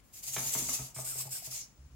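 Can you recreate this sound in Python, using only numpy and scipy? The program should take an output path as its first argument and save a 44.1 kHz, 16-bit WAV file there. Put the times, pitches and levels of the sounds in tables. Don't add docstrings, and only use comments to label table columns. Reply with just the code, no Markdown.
import sys
import numpy as np
from scipy import signal
from scipy.fft import rfft, irfft
from scipy.io import wavfile
from scipy.ndimage import uniform_filter1d

SR = 44100
rng = np.random.default_rng(int(sys.argv[2]) if len(sys.argv) > 2 else 0)


def log_audio(samples):
    frames = np.atleast_2d(samples).T
    limited = np.clip(frames, -1, 1)
    pcm = np.round(limited * 32767).astype(np.int16)
    wavfile.write(sys.argv[1], SR, pcm)


N = 85995

# frequency in Hz, relative density in dB per Hz.
FLOOR_SPECTRUM = [(24, -42), (40, 10), (263, -2), (466, -10.5), (1110, -11.5), (2340, -18), (5040, -26),
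                  (11100, -34), (13300, -40)]
# frequency in Hz, left over right in dB.
FLOOR_BALANCE = [(60, 5.5), (1000, -1), (11500, 23.5), (13000, 10)]
# frequency in Hz, correlation from 0 to 1.
FLOOR_LIKENESS = [(50, 0.87), (250, 0.65), (1000, 0.067)]
FLOOR_DB = -63.5
WHISTLE_HZ, WHISTLE_WIDTH_HZ, WHISTLE_DB = 15650, 69, -81

# time in seconds, level in dB.
SERVO_EFFORT = [(.122, -78.5), (.138, -58.5), (.19, -53.5), (.218, -63), (.236, -44), (.256, -48),
                (.282, -38), (.316, -47.5), (.342, -36), (.366, -43.5), (.394, -37), (.415, -42),
                (.48, -37.5), (.518, -42.5), (.54, -34), (.564, -42.5), (.59, -36), (.618, -40), (.68, -40),
                (.695, -34), (.722, -41), (.738, -32), (.78, -45.5), (.862, -49.5), (.941, -70.5),
                (.947, -44), (1.01, -38.5), (1.042, -48.5), (1.048, -37), (1.096, -36), (1.146, -42),
                (1.212, -34), (1.252, -51.5), (1.272, -45), (1.291, -63), (1.293, -44), (1.298, -51.5),
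                (1.322, -36), (1.372, -41), (1.414, -56.5), (1.46, -52), (1.496, -63.5), (1.514, -50),
                (1.56, -44), (1.616, -43), (1.67, -64.5), (1.75, -74)]
# time in seconds, centre of the main case resonances in Hz,
# upper resonance in dB, gear grind in dB (the last two before UPPER_DB and GRIND_DB are added).
GEAR_COLOUR = [(.12, 6600, 4, -4), (.28, 6350, -6, -9.5), (.58, 6260, -2, -6), (.68, 6230, -12, -9),
               (.78, 6350, -10, -5), (.92, 6400, -7, -6.5), (.95, 7660, -12, -16.5), (1.1, 7880, -5, -20),
               (1.22, 7420, -5.5, -14), (1.29, 7100, -7, -13.5), (1.34, 7900, -6, -17.5),
               (1.47, 6400, 4, 2.5), (1.55, 6680, -6, -3.5), (1.62, 5780, -34, -13)]
# frequency in Hz, relative gain in dB.
GRIND_SPECTRUM = [(300, -27.5), (700, -5), (1500, -13), (2500, -0.5), (4000, 3.5), (5500, 13.5), (10000, 7),
                  (15500, 0.5)]
TEETH_PER_S, TOOTH_SPREAD_DB = 3500, 11
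HISS_SHARE = 0.67
SERVOS, CASE_RING_S = 6, 0.026
TURN_HZ, TURN_DB = 10, 4.5
CASE_WIDTH_HZ, CASE_SPLIT, CASE_DB = 1180, 0.17, -3
UPPER_HZ, UPPER_WIDTH_HZ, UPPER_DB = 12600, 4220, -1
DRIFT, DRIFT_HZ = 0.054, 32
GRIND_DB = 8
GEAR_BALANCE_DB = 1.14

# start in seconds, clack in dB before CLACK_DB is added, boom in dB
# before BOOM_DB is added, hardness (bandwidth of the blow) in Hz, table overtones relative in dB.
TABLE_KNOCKS = [(.365, -23.5, -47.5, 4080, 5.5), (0.456, -69, -50.5, 600, -2), (.551, -36, -46, 1250, 9),
                (.612, -57.5, -59.5, 510, 15.5), (0.689, -40, -56.5, 1430, 12.5),
                (0.792, -46.5, -45.5, 1090, -0.5), (0.963, -40.5, -46.5, 2470, -21),
                (.987, -43.5, -54.5, 890, 3), (1.156, -53.5, -56, 505, -14), (1.254, -55, -48.5, 507, -35),
                (1.473, -58, -54, 515, -23)]
# frequency in Hz, relative level in dB, t60 in seconds.
TABLE_MODES = [(66, -17, 0.44), (130.7, 1.1, 0.41)]
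# frequency in Hz, relative level in dB, t60 in seconds.
TABLE_OVERTONES = [(186.4, -13.5, 0.25), (253.5, -5.5, 0.12), (334.3, -10.5, 0.085), (444, -13, 0.11)]
# frequency in Hz, relative level in dB, t60 in seconds.
SHELL_MODES = [(432, -13.5, 0.026), (676, -11, 0.035), (1225, 4, 0.0063), (1550, -18, 0.0013),
               (2210, 6.5, 0.0063), (3280, 12, 0.0017)]
BOOM_DB, CLACK_DB = 3.5, -10
BOOM_RISE_S, BOOM_HOLD_S, BOOM_STOP_S = 0.0084, 0.067, 0.016
BOOM_TAIL_DB = -13.5
HUM_DB = -21
BLOW_DB, REBOUND_S = -17, 0.001278
RATTLE_DB, RATTLE_S = -25, 0.12

# start in seconds, length in seconds, level in dB, frequency in Hz.
LOW_THUDS = [(0.573, 0.17, -52.5, 60.3), (0.8, 0.048, -51, 58.7), (1.777, 0.07, -48.5, 66.4),
             (1.836, 0.048, -47.5, 68), (1.899, 0.072, -48.5, 62)]
# start in seconds, length in seconds, level in dB, top of the pitch arch
# in Hz before the wobble.
MOTOR_WHINES = [(1.05, 0.096, -57.5, 1620), (1.19, 0.03, -57, 1120), (1.265, 0.03, -56.5, 810),
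                (1.31, 0.08, -60.5, 1640), (1.422, 0.055, -57.5, 840), (1.52, 0.045, -61, 1240)]
WHINE_WIDTH_HZ, WHINE_FLUTTER_DB, WHINE_WOBBLE = 150, 2.5, .025
WHINE_ARCH_PER_S = 3.3

# frequency in Hz, t60 in seconds.
ROOM_DECAY = [(200, 0.4), (1000, 0.62), (4000, 0.18), (12000, 0.14)]
ROOM_DB, ECHOES_DB = -6.5, -10
EDGE_HZ = 16000


def amp(db):
    return 10 ** (np.asarray(db) / 20)


def evened(x):
    return x / np.sqrt(np.mean(x ** 2) + 1e-20)


def read(points, hz):
    f, value = np.transpose(points)
    return np.interp(np.log(hz + 1), np.log(f + 1), value)


def curve(rows, column):
    rows = np.array(rows)
    return np.interp(np.arange(N) / SR, rows[:, 0], rows[:, column])


def add(mix, start_s, sound):
    part = mix[round(start_s * SR):][:len(sound)]
    part += sound[:len(part)]


def slow(top_hz):
    sos = signal.butter(2, top_hz, fs=SR, output="sos")
    return evened(signal.sosfiltfilt(sos, rng.standard_normal(N)))


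def resonate(x, hz, width_hz):
    turn = np.exp(2j * np.pi * np.cumsum(hz * np.ones(len(x))) / SR)
    r = np.exp(-np.pi * width_hz / SR)
    return 2 * (turn * signal.lfilter([1 - r], [1, -r], x / turn)).real


def resonate_twice(x, hz, first_width_hz, second_width_hz):
    return resonate(resonate(x, hz, first_width_hz), hz, second_width_hz)


def ring(modes):
    t = np.arange(SR // 2) / SR
    return sum(amp(db - 60 * t / t60) * np.sin(2 * np.pi * hz * t) for hz, db, t60 in modes)


def floor():
    hz = np.fft.rfftfreq(N, 1 / SR)
    first, second = rfft(rng.standard_normal((2, N)), axis=1)
    same = read(FLOOR_LIKENESS, hz)
    half_balance = read(FLOOR_BALANCE, hz) / 2
    left = first * amp(half_balance)
    right = (same * first + np.sqrt(1 - same ** 2) * second) * amp(-half_balance)
    spectrum = np.array([left, right]) * amp(read(FLOOR_SPECTRUM, hz))
    return amp(FLOOR_DB) * evened(irfft(spectrum, N, axis=1))


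def whistle():
    noise = rng.standard_normal(N)
    return amp(WHISTLE_DB) * evened(resonate_twice(noise, WHISTLE_HZ, WHISTLE_WIDTH_HZ, WHISTLE_WIDTH_HZ))


def teeth():
    excess = np.minimum(rng.exponential(1, N), 5)
    size = amp(TOOTH_SPREAD_DB * excess) * rng.choice([-1., 1.], N)
    ticks = evened(size * (rng.random(N) < TEETH_PER_S / SR))
    return (1 - HISS_SHARE) * ticks + HISS_SHARE * rng.standard_normal(N)


def joints():
    t = np.arange(SR // 10) / SR
    out = np.zeros((2, N))
    for _ in range(SERVOS):
        ticks = teeth() * amp(TURN_DB * slow(TURN_HZ))
        paths = rng.standard_normal((2, len(t))) * amp(-60 * t / CASE_RING_S)
        out += signal.fftconvolve(ticks[None], paths, axes=1)[:, :N]
    power = uniform_filter1d((out ** 2).mean(0), size=1300)
    return out / np.sqrt(power)


def gears(drives):
    low, high, top = (1 + DRIFT * slow(DRIFT_HZ) for _ in range(3))
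    centre = curve(GEAR_COLOUR, 1)
    split = CASE_SPLIT * (centre.min() / centre) ** 2
    grind_gain = amp(read(GRIND_SPECTRUM, np.fft.rfftfreq(N, 1 / SR)))
    out = []
    for drive in drives:
        above = resonate_twice(drive, centre * (1 + split) * high, CASE_WIDTH_HZ, 2 * CASE_WIDTH_HZ)
        below = resonate_twice(drive, centre * (1 - split) * low, CASE_WIDTH_HZ, 2 * CASE_WIDTH_HZ)
        upper = resonate_twice(drive, UPPER_HZ * top, UPPER_WIDTH_HZ, 2 * UPPER_WIDTH_HZ)
        grind = irfft(rfft(drive) * grind_gain, N)
        out.append(amp(CASE_DB) * evened(above - below)
                   + amp(UPPER_DB + curve(GEAR_COLOUR, 2)) * evened(upper)
                   + amp(GRIND_DB + curve(GEAR_COLOUR, 3)) * evened(grind))
    return amp(curve(SERVO_EFFORT, 1)) * np.array(out)


def table_hum():
    effort = amp(curve(SERVO_EFFORT, 1))
    hum = signal.fftconvolve(rng.standard_normal(N) * effort, ring(TABLE_MODES))[:N]
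    return amp(HUM_DB) * np.sqrt(np.mean(effort ** 2)) * evened(hum)


def clacks():
    out = np.zeros(N)
    t = np.arange(SR // 4) / SR
    shell = ring(SHELL_MODES)[:2000] + amp(BLOW_DB) * signal.unit_impulse(2000)
    for start_s, db, _, hardness_hz, _ in TABLE_KNOCKS:
        grains = rng.standard_normal(len(t)) * amp(5.6 * rng.standard_normal(len(t)))
        push = amp(RATTLE_DB - 60 * t / RATTLE_S) * grains
        push[[0, round(REBOUND_S * SR)]] -= 1, .9
        band = signal.butter(2, [350, hardness_hz + 350], "bandpass", fs=SR)
        soft = signal.lfilter(*band, push)
        level = amp(db + CLACK_DB) * 3000 / hardness_hz
        add(out, start_s, level * signal.fftconvolve(soft, shell))
    return out


def chatter():
    bounces = .12 * rng.standard_normal(SR // 10) * (rng.random(SR // 10) < 400 / SR)
    strikes = signal.unit_impulse(SR // 10) + bounces
    return signal.fftconvolve(ring(TABLE_OVERTONES), strikes)[:SR // 2]


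def table_boom():
    out = np.zeros(N)
    t = np.arange(SR // 2) / SR
    rise = np.minimum(t / BOOM_RISE_S, 1)
    damping = np.exp(-(np.maximum(t - BOOM_HOLD_S, 0) / BOOM_STOP_S) ** 2)
    shape = rise * (amp(BOOM_TAIL_DB) + damping)
    for start_s, _, db, _, overtones_db in TABLE_KNOCKS:
        modes = ring(TABLE_MODES) + amp(overtones_db) * chatter()
        add(out, start_s, -amp(db + BOOM_DB) * shape * modes)
    return out


def thuds():
    out = np.zeros(N)
    for start_s, length, db, hz in LOW_THUDS:
        t = np.arange(0, length, 1 / SR)
        tone = np.sin(2 * np.pi * hz * t) + amp(-11) * np.sin(2 * np.pi * 2 * hz * t)
        add(out, start_s, amp(db) * np.sin(np.pi * t / length) * tone)
    return out


def whines():
    out = np.zeros(N)
    for start_s, length, db, top_hz in MOTOR_WHINES:
        arch = np.sin(np.pi * np.arange(0, length, 1 / SR) / length)
        noise = (teeth() * amp(WHINE_FLUTTER_DB * slow(39)))[:len(arch)]
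        pitch = top_hz * (1 - WHINE_ARCH_PER_S * length * (1 - arch))
        pitch = pitch * (1 + WHINE_WOBBLE * slow(44)[:len(arch)])
        tone = evened(resonate_twice(noise, pitch, WHINE_WIDTH_HZ, WHINE_WIDTH_HZ))
        add(out, start_s, amp(db) * np.sqrt(arch) * tone)
    return np.array([out, np.roll(out, 9)])


def room(x):
    taps = np.zeros((2, SR // 2))
    at = np.arange(400, SR // 2 - 20, 20) + rng.integers(0, 20, (2, (SR // 2 - 401) // 20))
    np.put_along_axis(taps, at, rng.choice([-1., 1.], at.shape), 1)
    hz, t, bands = signal.stft(taps, SR, nperseg=256)
    decay = amp(-60 * t / read(ROOM_DECAY, hz)[:, None])
    response = signal.istft(bands * decay, SR, nperseg=256)[1]
    response *= amp(ROOM_DB) / np.linalg.norm(response[0])
    early = rng.integers(10, 350, (2, 6))
    echoes = amp(ECHOES_DB) / np.sqrt(6) * rng.choice([-1., 1.], early.shape)
    np.put_along_axis(response, early, echoes, 1)
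    return signal.fftconvolve(x, response, axes=1)[:, :N]


def scene():
    balance = amp([[GEAR_BALANCE_DB / 2], [-GEAR_BALANCE_DB / 2]])
    robot = gears(joints()) * balance + clacks()
    table = table_boom() + table_hum()
    return robot + room(robot) + whines() + table + thuds() + floor() + whistle()


def record(dry):
    lowpass = signal.firwin(511, EDGE_HZ, window=("kaiser", 9), fs=SR)
    return signal.oaconvolve(dry, lowpass[None], "same")


dry = scene()
out = record(dry)
log_audio(out)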